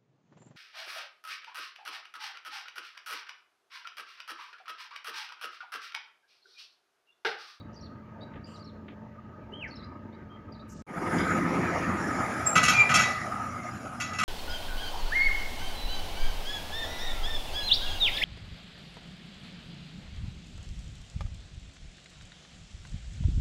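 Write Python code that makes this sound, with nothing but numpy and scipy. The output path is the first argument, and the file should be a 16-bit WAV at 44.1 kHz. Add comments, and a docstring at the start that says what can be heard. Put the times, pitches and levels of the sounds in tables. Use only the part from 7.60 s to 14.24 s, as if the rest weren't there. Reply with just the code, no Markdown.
"""A loaded car carrier truck rolls close by on a port road and draws away, still rattling.
Its tyres roar, its diesel drones, and its steel decks clank and squeak over a bump.
Before it comes, distant machinery hums and small birds chirp. That quiet opening stops after
about three seconds, and the truck fades in out of a brief silence."""
import sys
import numpy as np
from scipy import signal
from scipy.fft import rfft, irfft, next_fast_len
from scipy.io import wavfile
from scipy.ndimage import uniform_filter1d

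SR = 44100
rng = np.random.default_rng(int(sys.argv[2]) if len(sys.argv) > 2 else 0)


def inscribe(sig):
    """Save sig as 16-bit PCM at rate SR to the path in sys.argv[1].

    A 1-D sig is mono; a 2-D sig holds one channel per row.
    Samples are clipped to [-1, 1] before scaling.
    """
    pcm = np.round(np.clip(np.atleast_2d(sig).T, -1, 1) * 32767)
    wavfile.write(sys.argv[1], SR, pcm.astype(np.int16))


N = 292824
TIME = np.arange(N) / SR
BINS = np.fft.rfftfreq(1024, 1 / SR)  # noise is shaped at these frequencies [Hz]
FRAMES = np.arange(N // 256 + 5) * 256 / SR  # and at these times [s]
TOP_HZ = 15600  # upper edge of the sound

# blows in the steel decks: (time [s], level [dB], brightness [dB per octave], ring against crash [dB])
DECK_BLOWS = [(4.954, -18.5, -1.5, -3), (5.03, -22, 3.5, -3), (5.082, -20.5, 2, 2), (5.291, -23, -3, -9),
              (5.34, -17, 1.5, -1), (5.393, -27, 2, 3), (6.4, -31.5, 2, 0), (6.532, -40.5, 0, 3.5),
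              (6.585, -27, 0, 0), (6.632, -24.5, -1.5, 0)]
# how hiss fades: (level alongside [dB], axle loss [dB], tail loss [dB]), each loss per doubled distance
HISS_FADE = (-49.5, -0.32, 3.6)


def rolling():
    """Chassis rumble, tyre roar and tread hiss; rumble and roar change tone as the truck passes."""
    # each sound's spectrum, alongside or from behind: (frequency [Hz], level [dB])
    rumble_near = [(15, -58), (25, -15), (91, -12), (139, -7.5), (172, -4.5), (200, -1), (339, -2),
                   (425, -7.5), (500, -11), (650, -72), (1100, -120)]
    rumble_behind = [(15, -50), (25, -23), (59, -19), (78, -5), (114, -5.5), (188, -0.5), (233, -0.5),
                     (311, -9), (500, -28), (650, -56), (1100, -120)]
    roar_near = [(250, -11), (480, -3), (700, 1), (1000, -1.5), (1500, -2), (2200, -2), (2700, -18.5),
                 (3500, -27), (6000, -43)]
    roar_behind = [(250, -4), (480, -4.5), (750, 3.5), (1000, -4), (1250, 3), (1700, -2.5), (2100, -8.5),
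                   (2700, -16), (3500, -28.5), (6000, -55)]
    tread = [(1800, 0.5), (3000, -3.5), (4100, -4), (4950, 0), (5700, -1), (6250, -3), (6700, 6),
             (7200, 4.5), (8000, -14), (9400, -1.5), (10700, -2), (12500, -18), (14000, -28), (15500, -15)]
    behind = along([(4.2, 0.15), (5.7, 1)], FRAMES)[:, None]
    rumble = noise((1 - behind) * across(rumble_near) + behind * across(rumble_behind), patchy_db=2.5)
    roar = noise((1 - behind) * across(roar_near) + behind * across(roar_behind), patchy_db=3)
    # the top of the hiss is beamed along the road
    sizzle_db = along([(3.6, 2.5), (4.1, -5.5), (4.75, 2.5), (5.8, -0.5), (6.4, 1.5)], FRAMES)[:, None]
    hiss = noise(across(tread) + sizzle_db * across([(7000, 0.095), (9500, 1)]), patchy_db=3.5)
    road = drift(32)  # uneven asphalt shakes all three together
    rumble *= amp(passing_db(-31, axle_loss_db=3.74, tail_loss_db=-0.37) + 0.77 * road)
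    roar *= amp(passing_db(-31.5, axle_loss_db=1.03, tail_loss_db=4.5) + 1.14 * road)
    hiss *= amp(passing_db(*HISS_FADE) + 0.71 * road)
    return rumble + roar + hiss


def passing_db(db, axle_loss_db, tail_loss_db):
    """The level holds, then changes with each doubling of the distance to the axles and the tail."""
    speed_m_per_s, nearest_m = 7.8, 1.73
    axles_pass_s, tail_pass_s = 3.72, 5.32
    for pass_s, loss_db in (axles_pass_s, axle_loss_db), (tail_pass_s, tail_loss_db):
        travelled_m = speed_m_per_s * np.maximum(TIME - pass_s, 0)
        db = db - loss_db * np.log2(np.hypot(1, travelled_m / nearest_m))
    return db


def engine():
    """The diesel drones in wavering tones; most of the higher ones fade once the cab has gone by."""
    # engine tones: (pitch [Hz], level alongside [dB], level from behind [dB])
    tones = [(90.6, -45.5, -49.5), (120.1, -51, -46), (171.4, -34.5, -66), (238.3, -56, -48.5),
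             (285, -45, -66), (347, -41, -60.5), (523, -42.5, -63.5)]
    behind = along([(3.95, 0.04), (4.9, 1)])
    speed = 1 + 0.00602 * drift(7)
    return sum(amp(near_db - 2.5 + behind * (far_db - near_db) + 3.86 * drift(15)) * sine(hz * speed)
               for hz, near_db, far_db in tones)


def deck_clanks():
    """Each blow makes a short crash and leaves the steel ringing, a little differently each time."""
    # the tones the steel rings with: (pitch [Hz], level [dB], time to fade by 60 dB [s])
    steel = [(1203, -7.5, 0.65), (1288.4, -11, 0.74), (1435, 5, 0.37), (1516, -3, 0.73), (1984.6, 7, 0.78),
             (2280, -7, .15), (2555, -10.5, .6), (2656, 7.5, 0.3), (2814, -3.5, 0.14), (3180, -6.5, 0.28),
             (3378, -7, 0.46), (3854, -11.5, 0.3), (3960, -18, 0.17), (4237, -16, 0.26), (4640, -7.5, 0.33),
             (5400, -2, 0.24), (5464, -1, 0.25), (6000, -8, 0.23), (6320, -22, 0.24), (6706, -3, 0.37),
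             (7160, -10.5, 0.18), (7500, -21, 0.2), (8450, -22, .25), (8460, -32, 0.18), (9150, -16, 0.17),
             (9600, -24, 0.19), (10218, -24, 0.34), (10800, -28, 0.27), (11270, -23, 0.45),
             (11800, -23.5, 0.29)]
    # the noisy crash of a blow: (frequency [Hz], level [dB], time to fade by 60 dB [s])
    crash_bands = [(100, -18, .4), (480, -16, 0.3), (700, -5, 0.47), (1000, -6.5, 0.23), (1540, -2, 0.45),
                   (2030, -3.5, 0.66), (2820, -2.5, 0.27), (3730, -13.5, 0.53), (5260, -14, 0.47),
                   (7070, -5, 0.22), (8050, -24, 0.14), (11000, -19, 0.24), (13100, -36, 0.2),
                   (15500, -30, .2)]
    out, t = np.zeros(N), TIME[:SR]
    ring_hz, ring_levels, ring_fade_s = np.transpose(steel)[:, :, None]
    grid_hz = np.arange(0, SR // 2, 10)
    peaks_db = humps([(hz, 65, 11) for hz, _, _ in steel], grid_hz)  # the crash peaks at the same tones
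    # the loose deck lands a second time, softer and with more ring
    rebounds = [(s + .014, db - 5.5, bright, ring_db + 1.5) for s, db, bright, ring_db in DECK_BLOWS]
    for s, db, bright, ring_db in DECK_BLOWS + rebounds:
        steel_noise = filtered(rng.standard_normal(SR), lambda f: np.interp(f, grid_hz, peaks_db))
        hz, age, spectrum = signal.stft(steel_noise, SR, nperseg=256)
        colour_db = across(crash_bands, hz) + bright * np.log2(np.clip(hz, 1000, 6000) / 2500)
        fade_s = across(crash_bands, hz, column=2)
        spectrum *= amp(colour_db[:, None] - 60 * age / fade_s[:, None])
        chatter = amp(2.4 * drift(300, SR))  # loose parts
        crash = signal.istft(spectrum, SR, nperseg=256)[1][:SR] * chatter
        crash /= crash[:SR // 50].std()
        gains = amp(ring_levels + bright * np.log2(ring_hz / 2500) + rng.standard_normal(ring_hz.shape))
        detuned_hz = ring_hz * (1 + 0.00069 * rng.standard_normal(ring_hz.shape))
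        tones = np.sin(2 * np.pi * (detuned_hz * t + rng.random(ring_hz.shape)))
        ring = (gains * amp(-60 * t / ring_fade_s) * tones).sum(0) * np.sqrt(2) / np.linalg.norm(gains)
        attack = 1 - np.exp(-t / 0.0018)
        add(out, s, amp(db - 3.5) * (crash + amp(ring_db) * ring) * attack)
    return echoes(out, wet_db=-13.5, fade_s=0.52)


def squeaks():
    """Steel joints stick and slip as the trailer flexes: raspy tones swell, sag a little and die."""
    # slips: (loudest at [s], pitch [Hz], level [dB], rise [s], fall [s])
    slips = [(4.872, 7455, -19.5, .007, 0.011), (4.908, 7440, -38, .012, 0.031),
             (5.168, 2408, -25, .035, .08), (5.207, 2369, -14.5, .018, 0.024)]
    sag_octaves_per_s, overtones_db = .08, {2: -30, 3: -26.5}
    out = np.zeros(N)
    for s, hz, db, rise, fall in slips:
        t = np.arange(-3 * rise, 6 * fall, 1 / SR)
        pitch = hz * 2 ** (-sag_octaves_per_s * t) * (1 + 0.0065 * drift(207, len(t)))
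        tone = sine(pitch)
        tone += sum(amp(level) * sine(k * pitch) for k, level in overtones_db.items() if k * hz < TOP_HZ)
        swell = np.exp(np.where(t < 0, -(t / rise) ** 2, -t / fall))
        flutter = amp(db + 1.8 * drift(120, len(t)))
        rasp = 1 + 0.15 * drift(460, len(t))
        add(out, s + t[0], tone * swell * flutter * rasp)
    return echoes(out, wet_db=-7.5, fade_s=0.34)


def chassis_thumps():
    """The truck's frame thumps over seams in the road and thuds under every blow of the decks."""
    # thumps at the seams: (time [s], length [s], frequency [Hz], level [dB])
    seams = [(3.501, 0.19, 222, -33), (3.748, .17, 268, -32.5), (3.955, 0.1, 233, -27.5),
             (4.25, 0.14, 178, -33.5), (4.53, 0.12, 265, -32)]
    out = np.zeros(N)
    for s, length, hz, db in seams:
        add(out, s, burst(length, hz, width_hz=120, db=db, fall_db=5, softness=0.4))
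    for s, db, bright, _ in DECK_BLOWS:
        thud_db = db - 14 - 0.8 * bright  # dull blows are the heavy ones
        add(out, s, burst(length=0.103, hz=175, width_hz=137, db=thud_db, fall_db=3.5, softness=0.32))
    return out


def chafing():
    """The load's straps rub in fits as the truck passes; a few deck joints scrape louder."""
    # rubbing straps: (frequency [Hz], width [Hz], level against the tread hiss [dB])
    straps = [(5010, 230, -15), (5630, 1400, -11.5)]
    # scraping joints: (time [s], length [s], frequency [Hz], width [Hz], level [dB])
    scrapes = [(3.56, .086, 4920, 150, -50.5), (3.55, 0.13, 3300, 730, -50.5), (5.56, 0.11, 1930, 380, -40),
               (5.84, 0.34, 2100, 190, -51)]
    out = np.zeros(N)
    for hz, width, db in straps:
        rub = noise(humps([(hz, width, 50)], BINS), patchy_db=3)
        out += rub * amp(passing_db(*HISS_FADE) + db + 4.5 * drift(14))
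    for s, length, hz, width, db in scrapes:
        add(out, s, burst(length, hz, width, db, fall_db=-1, softness=0.78))
    return out


def birds():
    """Small birds repeat a quick phrase, chirp, whistle and peep; a harsh hiss shares their echoes."""
    # each time the phrase is sung: (time [s], pitch [Hz], level [dB])
    songs = [(.157, 4970, -55.5), (.988, 4830, -55), (2.102, 4670, -53.5)]
    # its notes: (delay [s], length [s], pitch [ratio], slide [octaves], level [dB], rasp [0-1])
    phrase = [(-.03, .04, 1.15, -0.036, -7.5, .9), (0, .05, 0.97, -.12, -0.5, 0.2),
              (.05, 0.022, 1.14, -.15, -1, .1), (.064, 0.034, 0.91, 0.083, -1, .25),
              (.095, 0.02, .84, -.4, -5, .15)]
    # single chirps: (time [s], length [s], pitch [Hz], slide [octaves], level [dB], upper voice [dB])
    chirps = [(0, 0.015, 3900, 0.087, -55, -8), (0.605, 0.039, 3904, 0.073, -56, -5),
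              (.836, 0.053, 4870, -0.0072, -57.5, -27), (0.939, 0.031, 4370, -0.41, -58, -18),
              (2.223, 0.029, 4040, 0.18, -55, -5), (2.524, 0.035, 3860, .15, -66.5, -9),
              (2.919, .032, 4760, -.15, -58.5, -20), (2.947, .028, 4050, 0.14, -63, -3),
              (2.992, 0.026, 3920, 0.16, -55.5, -9)]
    # the whistling bird's peep: (time [s], length [s], pitch [Hz], level [dB])
    peeps = [(2.694, 0.08, 3196, -63)]
    out = bird_whistle() + harsh_hiss()
    for s, hz, db in songs:
        for delay, length, ratio, slide, note_db, rasp in phrase:
            add(out, s + delay, bird_note(length, hz * ratio, slide, db + note_db, rasp, arch=0.204))
    for s, length, hz, slide, db, upper_db in chirps:
        for voice_hz, voice_db in (hz, db), (hz * 1.19, db + upper_db):  # the two sides of the throat
            add(out, s, bird_note(length, voice_hz, slide, voice_db, rasp=0.21, arch=0.097))
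    for s, length, hz, db in peeps:
        add(out, s, bird_note(length, hz, slide=0, db=db, rasp=.04, arch=0.028))
    out = echoes(out, wet_db=-8.5, fade_s=0.069)  # nearby ground and walls
    return echoes(out, wet_db=-11, fade_s=0.5)  # the open yard


def bird_note(length, hz, slide, db, rasp, arch):
    """One note: its pitch arches and slides (both in octaves), and rasp shakes it."""
    position = np.linspace(-1, 1, int(length * SR))
    size = len(position)
    pitch = hz * 2 ** (slide * position / 2 - arch * position ** 2) * (1 + 0.1 * rasp * drift(1200, size))
    flutter = amp(db - 2.5 + 3.5 * drift(160, size))
    return flutter * (sine(pitch) + amp(-40) * sine(2 * pitch)) * signal.windows.tukey(size, .35)


def bird_whistle():
    """A nearer bird whistles an unsteady tone that lifts a little, then falls."""
    # the whistle's path: (time [s], pitch [Hz], level [dB])
    path = [(1.92, 2820, -66), (1.938, 3040, -48), (1.97, 3207, -54.5), (2.0, 3180, -53),
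            (2.022, 2790, -39), (2.05, 2063, -37.5), (2.074, 1589, -47.5), (2.088, 1470, -62)]
    s, hz, db = np.transpose(path)
    pitch = np.interp(TIME, s, hz) * (1 + 0.0057 * drift(207))
    tone = sine(pitch) + amp(-42) * sine(2 * pitch) + amp(-45) * sine(3 * pitch)
    return tone * amp(np.interp(TIME, s, db) + 3.5 * drift(120)) * (TIME > s[0]) * (TIME < s[-1])


def harsh_hiss():
    """A brief harsh hiss, gathered in a few bands."""
    # the bands of the hiss: (frequency [Hz], width [Hz], boost [dB])
    bands = [(1530, 370, 26), (2910, 870, 25), (4700, 870, 27), (5900, 400, 17), (7200, 910, 21),
             (8550, 600, 16)]
    # its loudness: (time [s], level [dB])
    loudness = [(.86, -80), (.872, -61), (.92, -61), (.96, -64), (1.01, -73)]
    harsh = noise(humps(bands, BINS) - BINS / 1500, patchy_db=2)
    return harsh * amp(along(loudness)) * (TIME > loudness[0][0]) * (TIME < loudness[-1][0])


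def scuffs():
    """Faint scuffs and a short hiss sound nearby."""
    # scuffs: (time [s], length [s], level [dB])
    rubs = [(0.735, .03, -52), (0.754, 0.051, -55), (1.279, 0.067, -50)]
    # parts of the hiss: (time [s], length [s], frequency [Hz], width [Hz], level [dB])
    hisses = [(3.079, .06, 10500, 6000, -71), (3.09, 0.057, 6560, 2020, -59),
              (3.139, 0.089, 6000, 3280, -65)]
    out = np.zeros(N)
    for s, length, db in rubs:
        add(out, s, burst(length, hz=2280, width_hz=1840, db=db, fall_db=21, softness=.17))
    for s, length, hz, width, db in hisses:
        add(out, s, burst(length, hz, width, db, fall_db=-0.5, softness=.2))
    return out


def port():
    """A distant idling diesel and traffic make a throbbing wash of noise with wavering hums."""
    # spectra of the wash and of the faint high air over it: (frequency [Hz], level [dB])
    wash_colour = [(15, -68), (25, -40), (82, 1), (189, -8), (218, -3.5), (245, 0), (312, -6), (681, -18),
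                   (884, -14), (1040, -25), (1240, -13.5), (1370, -14.5), (3000, -37), (3900, -74),
                   (6600, -120)]
    air_colour = [(1500, -5.5), (2700, 4.5), (4000, -1), (7000, -8), (8000, -22), (15000, -16)]
    # peaks and dips in the wash: (frequency [Hz], width [Hz], boost [dB])
    bands = [(356, 84, 2), (601, 163, 6.5), (806, 67, -9.5), (910, 92, 7), (1096, 63, 6), (1374, 135, -11)]
    # the breeze carries the wash nearer and further: (time [s], level [dB])
    breeze = [(0, -0.5), (.45, -1.5), (.77, 1.5), (1.05, -2.5), (1.65, -0.5), (2.1, 3), (2.5, 0.5),
              (3.2, 0)]
    # machinery tones: (pitch [Hz], level [dB])
    tones = [(91.5, -55), (118.4, -56.5), (166.9, -56), (215.3, -50.5), (436.0, -69), (592.2, -64.5),
             (882.9, -76)]
    # the diesel throbs once a working cycle: (multiple of the cycle rate [ratio], depth [dB])
    throb = [(1, 0.49), (3, 0.87), (4, 0.84)]
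    cycle_hz, peak_s = 7.5, .095
    throb_db = sum(depth * np.cos(2 * np.pi * k * cycle_hz * (TIME - peak_s)) for k, depth in throb)
    wash = noise(across(wash_colour) + humps(bands, BINS), patchy_db=3)
    wash *= amp(-48 + along(breeze) + throb_db)
    hum = sum(amp(db - 1.5 + 1.9 * drift(9.5) + throb_db) * sine(hz + 3 * drift(10.6)) for hz, db in tones)
    air = noise(across(air_colour), patchy_db=1) * amp(-75.5)
    return wash + hum + air


def amp(db):
    """Turns decibels into a gain."""
    return 10 ** (np.asarray(db) / 20)


def unit(x):
    """Scales a signal to an average strength (rms) of one."""
    return x / np.sqrt(np.mean(x ** 2) + 1e-20)


def along(rows, t=TIME):
    """Reads a curve over time."""
    return np.interp(t, *np.transpose(rows))


def across(rows, hz=BINS, column=1):
    """Reads a curve over frequency, with octaves evenly spaced."""
    rows = np.array(rows)
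    return np.interp(np.log(hz + 1), np.log(rows[:, 0]), rows[:, column])


def humps(rows, hz):
    """Bell-shaped peaks or dips in a spectrum, in dB."""
    return sum(db * np.exp(-2 * ((hz - centre) / width) ** 2) for centre, width, db in rows)


def drift(rate_hz, size=N):
    """A smooth random wobble of strength one, up to about rate_hz fast."""
    count = next_fast_len(max(size, SR // 2))
    hz = np.fft.rfftfreq(count, 1 / SR)
    return unit(irfft(rfft(rng.standard_normal(count)) * np.exp(-(hz / rate_hz) ** 2), count))[:size]


def add(mix, s, sound):
    """Mixes a sound in at s seconds."""
    part = mix[max(round(s * SR), 0):][:len(sound)]
    part += sound[:len(part)]


def sine(hz):
    """A tone of strength one that follows a pitch curve."""
    return np.sqrt(2) * np.sin(2 * np.pi * (np.cumsum(hz) / SR + rng.random()))


def noise(colour_db, patchy_db):
    """Noise of strength one with a given spectrum and brief louder and softer patches."""
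    real, imag, patches = rng.standard_normal((3, len(FRAMES), len(BINS)))
    patches = unit(uniform_filter1d(uniform_filter1d(patches, size=14, axis=0), size=7, axis=1))
    spectrum = (real + 1j * imag) * amp(colour_db + patchy_db * patches)
    return unit(signal.istft(spectrum.T, nperseg=1024, noverlap=768)[1][:N])


def burst(length, hz, width_hz, db, fall_db, softness):
    """A short grainy rub or jolt in one band; softness rounds off its ends."""
    size = int(length * SR)
    band = np.exp(-2 * ((np.fft.rfftfreq(size, 1 / SR) - hz) / width_hz) ** 2)
    puff = unit(irfft(rfft(rng.standard_normal(size)) * band, size))
    level_db = db - fall_db * np.linspace(0, 1, size) + 2 * drift(110, size)
    return puff * amp(level_db) * signal.windows.tukey(size, softness)


def filtered(x, gain_db):
    """Colours a sound by a function from Hz to dB."""
    size = next_fast_len(len(x) + SR // 10)
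    return irfft(rfft(x, size) * amp(gain_db(np.fft.rfftfreq(size, 1 / SR))), size)[:len(x)]


def echoes(x, wet_db, fade_s):
    """Adds scattered echoes from road, walls and vehicles, which fall by 60 dB in fade_s."""
    t, echoes_per_s = TIME[:SR // 2], 2000
    taps = rng.standard_normal(len(t)) * (rng.random(len(t)) < echoes_per_s / SR)
    taps *= (t > .004) * amp(-60 * t / fade_s)
    return x + amp(wet_db) * signal.fftconvolve(x, taps / np.linalg.norm(taps))[:N]


def scene():
    """The quiet port, a short silence, then the truck fades in."""
    silence_from_s, silence_to_s = 3.222, 3.266
    fade_start_s, fade_length_s = 3.255, 0.29
    quiet = port() + birds() + scuffs()
    truck = rolling() + engine() + deck_clanks() + squeaks() + chafing() + chassis_thumps()
    fade_in = np.clip((TIME - fade_start_s) / fade_length_s, 0, 1)
    return (quiet * (TIME < silence_from_s) + truck * fade_in * (TIME > silence_to_s))[None]


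def record(dry):
    """The microphone adds a nasal tone and thins the bass; the highest treble is cut off."""
    # microphone resonances: (frequency [Hz], width [Hz], boost [dB])
    peaks = [(1254, 106, 10.5), (8300, 560, 1)]
    low_cut_hz = 50
    coloured = filtered(dry[0], lambda hz: humps(peaks, hz) - 10 * np.log10(1 + (low_cut_hz / (hz + 1)) ** 6))
    treble_cut = signal.firwin(511, TOP_HZ, window=("kaiser", 9), fs=SR)
    return signal.oaconvolve(coloured, treble_cut, "same")[None]


dry = scene()
out = record(dry)
inscribe(out)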